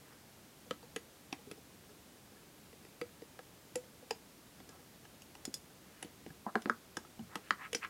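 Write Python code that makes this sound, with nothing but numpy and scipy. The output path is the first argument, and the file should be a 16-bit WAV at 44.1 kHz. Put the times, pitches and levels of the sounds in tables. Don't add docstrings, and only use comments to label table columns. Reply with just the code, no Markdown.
import sys
import numpy as np
from scipy import signal
from scipy.fft import rfft, irfft
from scipy.io import wavfile

SR = 44100
rng = np.random.default_rng(int(sys.argv[2]) if len(sys.argv) > 2 else 0)


def transcribe(signal):
    frames = np.atleast_2d(signal).T
    limited = np.clip(frames, -1, 1)
    pcm = np.round(limited * 32767).astype(np.int16)
    wavfile.write(sys.argv[1], SR, pcm)


N = 348364
AGE = np.arange(SR // 4) / SR
HEAD, LONG_HEAD = 660, 1320


def undb(db):
    return 10 ** (np.asarray(db) / 20)


def fade(t60_s):
    return np.exp(-np.log(1000) * AGE / t60_s)


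def swell(rise_s):
    return 1 - np.exp(-AGE / rise_s)


def sine(hz):
    return np.sin(2 * np.pi * hz * AGE)


def noise():
    return rng.standard_normal(len(AGE))


def level(x, db, size=None):
    return x * undb(db) / np.sqrt(np.mean(x[:size] ** 2))


def band(x, lo_hz, hi_hz, order=2):
    sos = signal.butter(order, [lo_hz, hi_hz], "band", fs=SR, output="sos")
    return signal.sosfilt(sos, x)


def add(track, s, sound):
    i = int(s * SR)
    track[i:i + len(sound)] += sound[:max(N - i, 0)]


def ring(modes, scatter_db, detune):
    out = np.zeros(len(AGE))
    for hz, db, t60_s in modes:
        weight, tuning = rng.standard_normal(2)
        out += undb(db + scatter_db * weight) * fade(t60_s) * sine(hz * (1 + detune * tuning))
    return out


def chatter(x, size, t60_s):
    force = size * noise() ** 3 * fade(t60_s)
    force[0] += 1
    return signal.fftconvolve(force, x)[:len(AGE)]


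HISS_DB = -59
# (frequency [Hz], relative density [dB])
HISS_SPECTRUM = [(15, -46), (25, -19), (70, -2), (205, 1), (261, -1), (299, -1.5), (352, -3.5), (414, -4.5),
                 (473, -5.5), (1040, -11.5), (1180, -12), (1930, -14), (4820, -16.5), (14600, -20.5),
                 (15800, -24)]


def hiss():
    hz, db = np.transpose(HISS_SPECTRUM)
    bins_hz = np.maximum(np.fft.rfftfreq(N, 1 / SR), 1)
    gain = undb(np.interp(np.log(bins_hz), np.log(hz), db))
    return level(irfft(rfft(rng.standard_normal(N)) * gain, N), HISS_DB)


ROOM_DB, ROOM_T60_S = -12, 0.15


def room(x):
    decay = fade(ROOM_T60_S) + 0.83 * fade(0.024)
    tail = band(noise(), 83, 12500, order=1) * decay * swell(0.0015)
    response = undb(ROOM_DB) * tail / np.linalg.norm(tail)
    response[0] += 1
    return signal.fftconvolve(x, response)[:N]


# (nominal frequency [Hz], relative level [dB], undamped-by-hand t60 [s])
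LOOM_MODES = [(770, -5.5, 0.075), (916, -4.5, 0.043), (1272, -2, 0.015), (1615, -4, 0.05), (2030, -5, 0.02),
              (2210, -3.5, 0.0035), (2976, -3, .016), (3470, -17, 0.091), (4810, 5.5, 0.031),
              (5470, 7.5, 0.022), (6320, -1, 0.063), (6970, 2, 0.0072), (10630, 7, 0.024)]


def loom(scatter_db, detune):
    return ring(LOOM_MODES, scatter_db, detune)


# (nominal frequency [Hz], relative level [dB], t60 [s])
BASE_MODES = [(187.6, -10.5, 0.056), (218, -8.5, 0.056), (308, 6.5, 0.03)]


def base(scatter_db, detune):
    return ring(BASE_MODES, scatter_db, detune)


TOUCHES = 24
TOUCH_DB, TOUCH_RANGE_DB = -71.5, 6.5
BAND_HZ, BAND_T60_S = 460, 0.082
TOUCH_TWANG_DB = 2


def handling():
    out = np.zeros(N)
    for when, force, stretch in rng.random((TOUCHES, 3)):
        s = when * N / SR
        db = TOUCH_DB + TOUCH_RANGE_DB * force
        touch = band(loom(scatter_db=5.5, detune=0.054), 640, 3500)
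        touch = touch + 0.5 * base(scatter_db=5, detune=0.13)
        add(out, s, level(touch * swell(0.0012), db, HEAD))
        pitch_hz = BAND_HZ * (1 + 0.2 * (stretch - 0.5))
        twang = sine(pitch_hz) * fade(BAND_T60_S) * swell(0.0053)
        add(out, s, force * level(twang, db + TOUCH_TWANG_DB, LONG_HEAD))
    return out


RUB_RISE, RUB_WIDTH_OCT = 0.6, 1.29
SLIPS_PER_S, SLIP_FLOOR = 1900, 0.027
# (time of peak [s], length: rise + fall sigma [s], peak level [dB], resonance centre [Hz])
RUBS = [(0.122, .12, -67, 1310), (4.736, 0.063, -63, 890), (6, 0.18, -68, 1680), (6.487, 0.025, -46.5, 850),
        (6.559, 0.0092, -35, 595), (6.686, 0.026, -50.5, 600), (7.247, 0.066, -56.5, 120),
        (7.345, 0.046, -56, 1220), (7.48, 0.068, -62.5, 1970), (7.62, 0.036, -50, 1300),
        (7.653, 0.037, -47.5, 1640), (7.846, 0.026, -41, 1600)]


def rasps():
    out, t = np.zeros(N), np.arange(N) / SR
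    edge = 2 ** (RUB_WIDTH_OCT / 2)
    for s, length_s, db, hz in RUBS:
        sigma_s = length_s * np.where(t < s, RUB_RISE, 1 - RUB_RISE)
        pressure = np.exp(-0.5 * ((t - s) / sigma_s) ** 2)
        full_slip = rng.random(N) < SLIPS_PER_S / SR
        slips = rng.uniform(-0.76, 1, N) * (full_slip + SLIP_FLOOR)
        out += pressure * level(band(slips, hz / edge, hz * edge, order=3), db)
    return out


# (nominal frequency [Hz], relative level [dB], t60 [s])
POP_BODY_MODES = [(223, -13.5, 0.08), (343, -9.5, 0.049), (545, -11, 0.036)]


def pop_body():
    return ring(POP_BODY_MODES, scatter_db=2, detune=0.047)


POP_TICK_DB, POP_TICK_DB_PER_OCT = -17.5, 22
# (time [s], level [dB], lower resonance [Hz], upper resonance [Hz], resonance t60 [s],
#   thump frequency [Hz], thump level [dB])
POP_EVENTS = [(6.465, -39, 730, 990, .015, 232, -42), (6.555, -31.5, 686, 1610, .009, 415, -34),
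              (6.6579, -43.5, 900, 1730, 0.0026, 283, -36.5), (6.697, -29, 1200, 1580, 0.0081, 450, -39),
              (7.5073, -28, 1186, 1890, 0.0091, 302, -46.5), (7.839, -48, 1340, 1980, .008, 400, -66),
              (7.8481, -45, 1313, 1870, 0.014, 400, -64), (7.896, -32, 1355, 1690, 0.012, 420, -45)]


def pops():
    out = np.zeros(N)
    for s, db, lower_hz, upper_hz, t60_s, thump_hz, thump_db in POP_EVENTS:
        hollow = (sine(lower_hz) - undb(-0.4) * sine(upper_hz)) * fade(t60_s)
        hollow = chatter(hollow, size=0.002, t60_s=0.017)
        add(out, s, level(band(hollow, 770, 4800), db, HEAD))
        tick = band(noise() * fade(0.0098), 1600, 4640)
        tick_db = db + POP_TICK_DB + POP_TICK_DB_PER_OCT * np.log2(upper_hz / 1600)
        add(out, s, level(tick, tick_db, HEAD))
        thump = sine(thump_hz) * fade(0.028) + pop_body()
        add(out, s, level(thump * swell(0.011), thump_db, HEAD))
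    return out


# (frequency [Hz], relative level [dB], t60 before grip damping [s])
HOOK_MODES = [(3500, 1.5, 0.042), (4600, -5, 0.085), (5180, 5.5, 0.074), (5870, -0.5, 0.071),
              (5940, -17, 0.065), (6940, -7, .08), (6820, -6, 0.055), (6900, 5.5, 0.061), (8200, 3, .06),
              (10140, -0.5, 0.11), (10700, -7, .06), (13540, -3, .07)]


def hook(centre_hz, slope_db_per_oct):
    tone = np.zeros(len(AGE))
    for hz, mode_db, t60_s in HOOK_MODES:
        loss_db = slope_db_per_oct * abs(np.log2(hz / centre_hz))
        tone += undb(mode_db - loss_db) * fade(t60_s) * sine(hz)
    return tone


# (time [s], level [dB], favoured frequency [Hz], fall away from it [dB/octave],
#   share free of grip damping [0-1])
CLINK_EVENTS = [(5.4527, -44, 6900, 5, 0), (5.5414, -41.5, 6000, 0, 0.22), (6.6207, -62, 5800, 40, .15),
                (7.7495, -39, 5900, 76, 0.3)]


def clinks():
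    out = np.zeros(N)
    for s, db, centre_hz, slope_db_per_oct, free in CLINK_EVENTS:
        damping = free + (1 - free) * fade(0.052)
        tone = hook(centre_hz, slope_db_per_oct)
        rattle = band(noise(), 4000, 9200) * fade(0.24)
        add(out, s, level(tone * damping, db, HEAD))
        add(out, s, level(rattle * damping, db - 10.5, HEAD))
    return out


GRIP_T60_S = 0.028
PEG_RING_GAIN, PEG_RING_OCT = 2.03, 0.2


def clack(peg_hz):
    modes = loom(scatter_db=6.0, detune=0.041) * fade(GRIP_T60_S)
    crack = noise() * (2.24 * fade(0.014) + 0.18 * fade(0.11))
    plastic = (chatter(modes, size=0.012, t60_s=0.0086) + crack) * swell(0.0003)
    edge = 2 ** (PEG_RING_OCT / 2)
    return plastic + PEG_RING_GAIN * band(plastic, peg_hz / edge, peg_hz * edge, order=1)


KNOCK_DB, MIDDLE_DB, TICK_DB = -3.5, -1.9, -2.5
TICK_TOP_HZ, TICK_OCT_PER_DB = 9240, 0.05
PEG_DB, PEG_WIDTH_OCT = 4.5, 0.72
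# (time [s], strength [dB], contact hardness [dB], peg ring [Hz],
#   band pitch [Hz], twang level [dB], twang t60 [s], thump level [dB])
SNAP_EVENTS = [(.7096, -43.5, -1.5, 1290, 503, -42, 0.028, -47.5),
               (0.8288, -67, -6.5, 915, 479, -60.5, .12, -74),
               (.962, -45, 1.5, 1910, 452, -44.5, 0.041, -50.5),
               (1.327, -45.5, -3.5, 2070, 284, -47.5, 0.034, -54),
               (1.469, -73, -3, 770, 410, -58, 0.11, -59), (1.5134, -54, 2.5, 2110, 443, -52, 0.027, -51),
               (2.729, -68.5, -2, 2050, 457, -60.5, 0.046, -72),
               (2.8502, -64, -1, 2040, 400, -62.5, 0.025, -74),
               (3.0143, -48.5, -5, 2200, 482, -41.5, .094, -47),
               (3.22, -65.5, -4, 2100, 460, -53, 0.043, -53.5),
               (3.3912, -55, -5, 764, 494, -55.5, .04, -72), (3.7564, -44.5, 1, 7050, 500, -38.5, .11, -48),
               (4.026, -73, -2, 770, 500, -59, .043, -69),
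               (4.1085, -38, -1.5, 5400, 452, -41.5, 0.043, -54.5),
               (4.602, -62.5, -3, 770, 480, -66, 0.033, -59.5),
               (4.6912, -61, 2, 7000, 450, -63.5, 0.035, -64),
               (5.052, -61.5, -3, 1570, 400, -72, 0.037, -67), (5.22, -62, 5, 2960, 405, -79, .03, -80),
               (5.3524, -56, 1, 865, 480, -77, .03, -72), (5.453, -53, -1.5, 4750, 505, -66, 0.018, -75),
               (5.478, -68, -2, 770, 276, -47, 0.031, -52), (5.541, -53, 9.5, 5100, 520, -65, .02, -64),
               (6.027, -47, -0.5, 10300, 497, -59, 0.037, -56),
               (6.0471, -64, 1, 3000, 473, -60, 0.16, -51.5),
               (6.2634, -61, -5, 2150, 422, -54.5, 0.019, -50),
               (6.304, -62.5, -6, 775, 160, -53, 0.058, -59), (6.6204, -59.5, 0, 3000, 400, -75, .02, -72),
               (6.9699, -41, -1, 910, 484, -55, .048, -47.5),
               (7.049, -68.5, -9.5, 1310, 408, -75, .02, -67),
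               (7.193, -63.5, -9, 760, 224, -47.5, 0.14, -55),
               (7.3558, -43.5, -2, 1260, 471, -55.5, 0.082, -48),
               (7.7305, -44.5, 2, 3020, 464, -45.5, 0.032, -69),
               (7.748, -38.5, 1.5, 3130, 473, -46, .045, -48.5)]


def snaps():
    out = np.zeros(N)
    for s, db, hard_db, peg_hz, band_hz, twang_db, twang_t60_s, thump_db in SNAP_EVENTS:
        plastic = clack(peg_hz)
        top_hz = TICK_TOP_HZ * 2 ** (TICK_OCT_PER_DB * hard_db)
        parts = ((690, 1940, KNOCK_DB - hard_db),
                 (1545, 3220, MIDDLE_DB),
                 (4600, top_hz, TICK_DB + hard_db))
        for lo_hz, hi_hz, part_db in parts:
            distance_oct = np.log2(np.sqrt(lo_hz * hi_hz) / peg_hz)
            nearness = np.exp(-(distance_oct / PEG_WIDTH_OCT) ** 2)
            part = band(plastic, lo_hz, hi_hz)
            add(out, s, level(part, db + part_db + PEG_DB * nearness, HEAD))
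        drag = band(noise(), 980, 3200, order=1) * fade(0.0045)
        add(out, s - len(AGE) / SR, level(drag, db - 10.5, HEAD)[::-1])
        twang = sine(band_hz) * fade(twang_t60_s) * swell(0.0051)
        add(out, s, level(twang, twang_db, LONG_HEAD))
        rocking = base(scatter_db=2, detune=0.05) * swell(0.0095)
        add(out, s, level(rocking, thump_db, LONG_HEAD))
    return out


def scene():
    contacts = handling() + rasps() + pops() + clinks() + snaps()
    mono = hiss() + room(contacts)
    return np.array([mono, mono])


TOP_HZ = 15850


def record(dry):
    return signal.sosfilt(signal.ellip(10, 0.2, 70, TOP_HZ, fs=SR, output="sos"), dry)


dry = scene()
out = record(dry)
transcribe(out)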